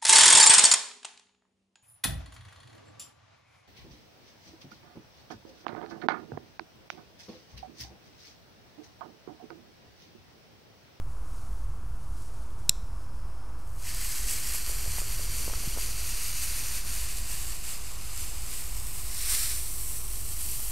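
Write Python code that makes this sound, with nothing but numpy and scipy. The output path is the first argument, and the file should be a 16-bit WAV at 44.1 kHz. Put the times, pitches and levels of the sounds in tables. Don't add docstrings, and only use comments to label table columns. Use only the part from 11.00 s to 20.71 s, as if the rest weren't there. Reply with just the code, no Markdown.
import sys
import numpy as np
from scipy import signal
from scipy.fft import rfft, irfft, next_fast_len
from scipy.io import wavfile
from scipy.ndimage import uniform_filter1d

SR = 44100
rng = np.random.default_rng(int(sys.argv[2]) if len(sys.argv) > 2 else 0)


def transcribe(signal):
    frames = np.atleast_2d(signal).T
    limited = np.clip(frames, -1, 1)
    pcm = np.round(limited * 32767).astype(np.int16)
    wavfile.write(sys.argv[1], SR, pcm)


def gain_from_decibels(decibels):
    exponent = np.asarray(decibels, float) / 20
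    return 10 ** exponent


N = 428211
TIME = np.arange(N) / SR


def curves(table):
    s, *columns = np.transpose(table)
    return [np.interp(TIME, s, column) for column in columns]


def colour(x, points):
    hz, db = np.transpose(points)
    size = next_fast_len(len(x))
    log_hz = np.log(np.arange(size // 2 + 1) * SR / size + 1)
    gain = gain_from_decibels(np.interp(log_hz, np.log(hz), db))
    return irfft(rfft(x, size) * gain, size)[:len(x)]


def band(x, lo_hz, hi_hz):
    return signal.sosfiltfilt(signal.butter(3, [lo_hz, hi_hz], "band", fs=SR, output="sos"), x)


def unit(x, lo_hz, hi_hz):
    return x / np.std(band(x, lo_hz, hi_hz))


def walk(rate):
    hold = int(SR / rate)
    steps = np.repeat(rng.standard_normal(N // hold + 1), hold)
    return 1.02 * uniform_filter1d(uniform_filter1d(steps, hold), hold)[:N]


def add(out, s, sound):
    i = int(round(s * SR))
    out[i:i + len(sound)] += sound[:N - i]


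def ring(hz, t60, attack):
    t = np.arange(int(t60 * SR) + 8) / SR
    y = np.sin(2 * np.pi * hz * t) * (1 - np.exp(-t / attack)) * np.exp(-np.log(1000) * t / t60)
    return y / np.abs(y).max()


def hits(events, cycles, trim_db):
    out = np.zeros(N)
    for s, db, hz in events:
        add(out, s + 0.00118, gain_from_decibels(db + trim_db) * ring(hz, cycles / hz, .3 / hz))
    return out


def bursts(events, t60, trim_db):
    out, t = np.zeros(N), np.arange(512) / SR
    envelope = gain_from_decibels(-60 * t / t60) * np.clip(t / 0.00037, 0, 1)
    for (s, db, hz), noise in zip(events, rng.standard_normal((len(events), 512))):
        puff = band(noise, hz / 1.77, min(hz * 1.84, 16000)) * envelope
        add(out, s + .0008, gain_from_decibels(db + trim_db) * puff / np.abs(puff).max())
    return out


def swells(events):
    out = np.zeros(N)
    for s, db, width in events:
        near = slice(max(int((s - 4 * width) * SR), 0), int((s + 4 * width) * SR))
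        out[near] += db * np.exp(-.5 * ((TIME[near] - s) / width) ** 2)
    return out


# (t/s, steady hiss level/dB, swing level/dB by which the low roar stands out)
BURN = [(2.58, -74, -2), (2.66, -70, -7), (2.78, -57, -5), (2.86, -45.5, 2), (3.05, -40, -3),
        (3.3, -40.5, -2), (4.0, -42, -2.5), (5.0, -42.5, -0.5), (5.6, -42, -0.5), (6.5, -46, -1.5),
        (7.0, -48, -0.5), (7.6, -44.5, -3.5), (7.95, -43.5, -6), (8.38, -42.5, 1), (8.75, -43.5, -8),
        (9.15, -42.5, -7.5), (9.55, -39, -7.5), (9.71, -39.5, -8.5)]
# (t/s, swell level/dB, half width/s)
POWDER_SURGES = [(2.6, 6, .012), (2.68, 5, .012), (3.316, 7, .024), (3.468, 1.7, .075), (3.555, 5.5, .013),
                 (3.705, 2.7, .027), (3.993, 3.5, .02), (4.225, 2, .03), (4.28, -3.5, .035), (4.39, 3, .06),
                 (4.666, 1.9, .035), (4.821, 3.7, .031), (5.071, 2.7, .038), (5.241, 4, .062),
                 (5.437, 5.5, .018), (5.536, 3.7, .081), (5.765, 4, .044), (5.826, -3.8, .025),
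                 (5.954, 4.9, .059), (6.146, 3, .04), (6.317, 3.6, .036), (6.464, 4.3, .063),
                 (6.7, 6.2, .041), (7.219, 5.2, .071), (7.562, 4.1, .048), (8.32, 3, .045),
                 (8.39, 10, .155), (8.857, 4.3, .095), (9.433, 1.5, .025)]
# (f/Hz, density level/dB per Hz)
JET_TONE = [(410, -38), (700, -22), (1300, -11), (1900, -4.5), (2700, -5), (3800, -5), (5500, -2.5),
            (8500, -2), (11700, -3.5), (13500, -6.5), (15400, -12.5)]
# (t/s, peak level/dB, centre f/Hz)
POPS = [(2.5932, -48, 5030), (2.6182, -48, 6950), (2.674, -41, 7060), (2.694, -45, 4820),
        (2.7025, -43, 7730), (2.7638, -41, 8170), (2.8247, -32, 7040), (2.946, -23, 8140),
        (3.0467, -21, 8020), (3.2961, -19, 6820), (3.3097, -12, 6260), (3.5446, -24, 7210),
        (3.8539, -23, 6290), (4.2959, -26, 11600), (5.1805, -30, 7150), (5.8473, -25, 8550),
        (6.3133, -22, 8690), (6.4214, -29, 8770), (7.1758, -23, 7560), (8.217, -22, 9020),
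        (9.3668, -27, 7800)]


def fuse():
    steady_db, swing_db = curves(BURN)
    surge_db = swells(POWDER_SURGES)
    hiss_db = steady_db + surge_db

    sparks_per_s, spark_fade_s = 150, 0.00051
    chance, size, gas = rng.random(N), rng.exponential(size=N), rng.standard_normal(N)
    sparks = (chance < sparks_per_s / SR) * gain_from_decibels(2.6 * np.minimum(size, 2.5))
    flare = signal.lfilter([1], [1, -np.exp(-1 / (spark_fade_s * SR))], sparks)
    flutter = gain_from_decibels(0.9 * walk(40) + 0.59 * walk(150))
    jet = unit(colour(gas * (flutter + 0.45 * flare), JET_TONE), 6950, 11000)

    body_swing, fizz_swing = .75, -.4
    lag_db = .4 * surge_db
    roar_db = swing_db - lag_db
    body_db = body_swing * np.minimum(swing_db + 2, 1.5) - 0.8 - body_swing * lag_db
    fizz_db = fizz_swing * np.minimum(swing_db + 2, 0) - 2.1
    roar = band(jet, 300, 3600) * (gain_from_decibels(roar_db) - 1)
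    body = band(jet, 3600, 7000) * (gain_from_decibels(body_db) - 1)
    fizz = band(jet, 11200, 20000) * (gain_from_decibels(fizz_db) - 1)
    jet = (jet + roar + body + fizz) * gain_from_decibels(hiss_db) * (TIME > BURN[0][0])

    flame = unit(band(rng.standard_normal(N), 180, 520), 180, 520) * gain_from_decibels(1.5 * hiss_db - 13)
    return flame + reflect(jet + bursts(POPS, t60=0.0035, trim_db=-2.5))


# (start t/s, end t/s, lag/ms, strength -1..1)
ECHOES = [(2.5, 4.2, .208, -.05), (2.5, 6.0, .275, -.075), (2.5, 4.2, .317, -.1), (2.5, 5.5, .547, -.11),
          (2.5, 3.5, 1.362, -.07), (3.5, 4.9, .432, .075), (4.9, 6.05, .45, .14), (3.5, 6.05, .685, .13),
          (3.5, 6.05, .855, .12), (4.9, 6.05, .777, .1), (4.2, 5.5, 1.19, -.07), (4.9, 5.5, 1.31, -.09),
          (5.5, 6.6, 1.149, .065), (6.05, 8.1, .184, -.1), (6.05, 7.6, .311, -.12), (7.6, 8.65, .298, -.12),
          (6.05, 8.1, .519, -.11), (6.05, 8.1, .583, -.12), (6.05, 6.6, 1.064, .15), (6.6, 7.6, .793, .08),
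          (6.6, 8.1, 1.26, -.065), (7.6, 8.1, .669, -.14), (8.1, 9.8, .222, .12), (8.1, 9.2, .615, -.12),
          (8.65, 9.8, .367, .085), (8.65, 9.2, .483, .1), (9.2, 9.8, .441, .1), (8.65, 9.8, .575, -.085),
          (8.65, 9.8, .806, -.075), (9.2, 9.8, .68, .06)]


def reflect(jet):
    gain, fade_s = 1.35, .4
    heard = jet.copy()
    for start, end, lag_ms, strength in ECHOES:
        i = int((start - fade_s / 2) * SR)
        j = min(int((end + fade_s / 2) * SR), N)
        fade = np.clip(np.minimum(TIME[i:j] - start, end - TIME[i:j]) / fade_s + .5, 0, 1)
        late = np.arange(96) - lag_ms * SR / 1000
        kernel = np.sinc(late) * np.exp(-.5 * (late / 4) ** 2)
        add(heard, i / SR, gain * strength * signal.oaconvolve(fade * jet[i:j], kernel))
    return heard


# (f/Hz, level/dB, t60/s)
LIGHTER_MODES = [(2690, -11.5, .025), (3960, -0.5, .018), (5460, 1, .009), (6700, -9, .009),
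                 (7340, -1, .03), (7900, -5, .025), (8470, -5, .02), (9400, -10, .01), (10900, -14, .02),
                 (11500, -11, .02), (12050, -15, .012), (13600, -14, .02), (14160, -16, .015),
                 (15070, -19, .015)]
# (t/s, level/dB)
GAS = [(1.7, -80), (1.9, -71), (2.3, -70.5), (2.65, -73), (2.8, -81)]
# (t/s, peak level/dB, centre f/Hz)
TICKS = [
    (0.5294, -51, 7550),
    (0.6994, -53, 4060),
    (1.5045, -47, 2700),
    (1.5045, -46, 11500),
]


def lighter():
    snap_s, snap_db, free_s = 1.6935, -11.3, .0025
    t = np.arange(SR // 2) / SR
    body = np.zeros(len(t))
    for (hz, db, t60), late in zip(LIGHTER_MODES, rng.random(len(LIGHTER_MODES))):
        add(body, .00008 * late, gain_from_decibels(db) * ring(hz, t60, .0003))
    thumb = gain_from_decibels(-60 * np.maximum(t - free_s, 0) / .0015)
    body = body * np.maximum(thumb, gain_from_decibels(-5 - 60 * t / .03))
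    body = signal.sosfilt(signal.butter(3, 1500, "high", fs=SR, output="sos"), body)

    scatter = rng.standard_normal(len(t)) * (gain_from_decibels(-49 - 60 * t / .05) + gain_from_decibels(-59 - 60 * t / 0.55))
    scatter = colour(scatter, [(6000, 0), (15000, -6)])
    answer = signal.fftconvolve(scatter, body * gain_from_decibels(12 - 60 * t / .004))[:len(t)]
    out = np.zeros(N)
    add(out, snap_s, gain_from_decibels(snap_db) * (body + answer))
    add(out, snap_s, gain_from_decibels(-32) * ring(140, .03, .002))

    nozzle = [(4000, -26), (4900, -3), (5350, 2), (5800, -13), (6800, -30)]
    gas = unit(colour(rng.standard_normal(N), nozzle), 4800, 5800)
    gas = gas * gain_from_decibels(curves(GAS)[0]) * (TIME > snap_s) * (TIME < GAS[-1][0])
    return out + gas + bursts(TICKS, t60=.006, trim_db=-1.5)


# (t/s, peak level/dB, rise/s, fall/s per 10 dB)
RUSTLES = [
    (.09, -67, .02, .1),
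    (.36, -60.5, .15, .3),
    (.62, -70, .05, .1),
    (1.05, -65.5, .15, .3),
    (1.18, -59.5, .04, .4),
    (1.6, -64, .04, .15),
    (2.03, -67, .08, .05),
    (2.15, -70, .06, .1),
]
# (f/Hz, density level/dB per Hz)
CLOTH_TONE = [(1180, -40), (2000, -18), (2480, -14), (2670, -10), (3250, -9), (4820, -2.5), (9630, -1),
              (13400, -11), (15400, -14)]
# (t/s, peak level/dB, f/Hz)
GRAVEL = [(3.545, -37, 872), (3.674, -40, 697), (3.695, -37, 501), (3.861, -39, 654), (3.874, -40, 622),
          (3.983, -30, 851), (4.016, -38, 550), (4.194, -37, 560), (4.275, -41, 888), (4.478, -29, 500),
          (4.497, -32, 945), (4.507, -38, 501), (4.531, -36, 501), (4.536, -28, 1410), (4.639, -39, 685),
          (4.764, -40, 565), (4.773, -31, 524), (4.784, -33, 867), (4.889, -44, 570)]
# (t/s, level/dB)
SHUFFLE = [(2.8, -77), (3.3, -62), (3.9, -62), (4.3, -60), (4.5, -57.5), (4.8, -59), (5.1, -70), (5.6, -72)]
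# (t/s, peak level/dB, f/Hz)
HEELS = [
    (3.874, -27, 56.5),
    (4.298, -31, 56.5),
    (4.674, -26.5, 122),
    (4.789, -33, 56.5),
]


def person():
    cloth = unit(colour(rng.standard_normal(N) * gain_from_decibels(1.5 * walk(60)), CLOTH_TONE), 6000, 12000)
    power = np.zeros(N)
    for s, db, rise, fall in RUSTLES:
        away = np.maximum((s - TIME) / rise, (TIME - s) / fall)
        power += gain_from_decibels(db - 10 * away) ** 2
    rustle = cloth * np.sqrt(power)

    stones = hits(GRAVEL, cycles=3.6, trim_db=0.5)
    grit = hits([(s, db, 1.9 * hz) for s, db, hz in GRAVEL], cycles=2.4, trim_db=-1)
    soles = unit(band(rng.standard_normal(N), 130, 570), 130, 700)
    soles = soles * gain_from_decibels(curves(SHUFFLE)[0] + 3.3 * walk(30))
    soles = soles * (TIME > SHUFFLE[0][0]) * (TIME < SHUFFLE[-1][0])
    heels = hits(HEELS, cycles=1.9, trim_db=1.0)
    return rustle + stones + grit + soles + heels


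# (t/s, rumble level/dB)
TRAFFIC = [(0, -38), (3.2, -39), (4.4, -35.5), (5.2, -38.5), (8.5, -40), (9.7, -38)]
# (f/Hz, density level/dB per Hz)
RUMBLE_TONE = [(12, -12), (22, -4), (35, -1), (60, -5), (82, -10), (120, -18), (170, -30), (400, -60)]
# (t/s, level/dB)
TYRE_ROAR = [(0, -60), (1.5, -59), (2.8, -58.5), (4.5, -57.5), (6, -58), (7.5, -58), (8.6, -59),
             (9.7, -58.5)]
# (f/Hz, density level/dB per Hz)
TYRE_TONE = [(88, -9), (150, -5.5), (258, -7.5), (509, -13), (900, -11), (1100, -9.5), (1400, -13.5),
             (1900, -24.5), (2640, -26.5), (3670, -32), (5300, -28.5), (7090, -30.5), (10300, -28),
             (15400, -48)]
# (t/s, level/dB)
DRONE = [(8.25, -89), (8.45, -63.5), (8.9, -63.5), (9.3, -67), (9.55, -76)]
# (t/s, f/Hz, level/dB)
WHINE = [(.5, 903, -85), (1.1, 905, -68), (1.6, 909, -68), (2.3, 914, -85)]


def traffic():
    rumble = unit(colour(rng.standard_normal(N), RUMBLE_TONE), 17, 110)
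    rumble = rumble * gain_from_decibels(curves(TRAFFIC)[0] + 1.2 * walk(8))
    tyres = unit(colour(rng.standard_normal(N), TYRE_TONE), 250, 872)
    tyres = tyres * gain_from_decibels(curves(TYRE_ROAR)[0] + 0.55 * walk(6))

    drone = np.zeros(N)
    for hz, db in [(366, 0), (441, -5)]:
        drone += gain_from_decibels(db) * np.sin(2 * np.pi * hz * TIME + .6 * walk(5))
    drone = drone * gain_from_decibels(curves(DRONE)[0] + 3)

    hz, whine_db = curves(WHINE)
    turn = 2 * np.pi * np.cumsum(hz) / SR
    whine = gain_from_decibels(whine_db) * (np.sin(turn) + gain_from_decibels(-20) * np.sin(3 * turn))
    return rumble + tyres + drone + whine


def scene():
    mono = fuse() + lighter() + person() + traffic()
    return np.array([mono, mono])


def roll_off(x):
    return signal.sosfilt(signal.butter(12, 16440, fs=SR, output="sos"), x)


# (t/s, low f/Hz, high f/Hz)
SIDE_NOISE = [(.21, 5700, 9700), (2.06, 10300, 12400), (4.27, 8900, 10400), (5.29, 4600, 5700),
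              (6.98, 12400, 13800), (7.22, 6200, 9700), (7.22, 11000, 15200), (8.56, 5700, 6900),
              (8.63, 14500, 15800), (9.43, 7500, 9000), (9.61, 6900, 8300), (9.61, 10300, 14500)]


def record(dry):
    top_hz, offset = 15720, .0345
    side = np.zeros(N)
    for s, lo_hz, hi_hz in SIDE_NOISE:
        i = int(s * SR) - 1024
        level = gain_from_decibels(-5) * np.std(band(dry[0, i:i + 2048], lo_hz, hi_hz))
        noise = unit(band(rng.standard_normal(2048), lo_hz, hi_hz), lo_hz, hi_hz)
        add(side, i / SR, level * noise * signal.windows.tukey(2048, .6))
    size = next_fast_len(N)
    spectrum = rfft(dry + np.array([side, -side]), size)
    spectrum[:, int(top_hz * size / SR):] = 0
    mix = irfft(spectrum, size)[:, :N] + offset
    return roll_off(mix)


dry = scene()
out = record(dry)
transcribe(out)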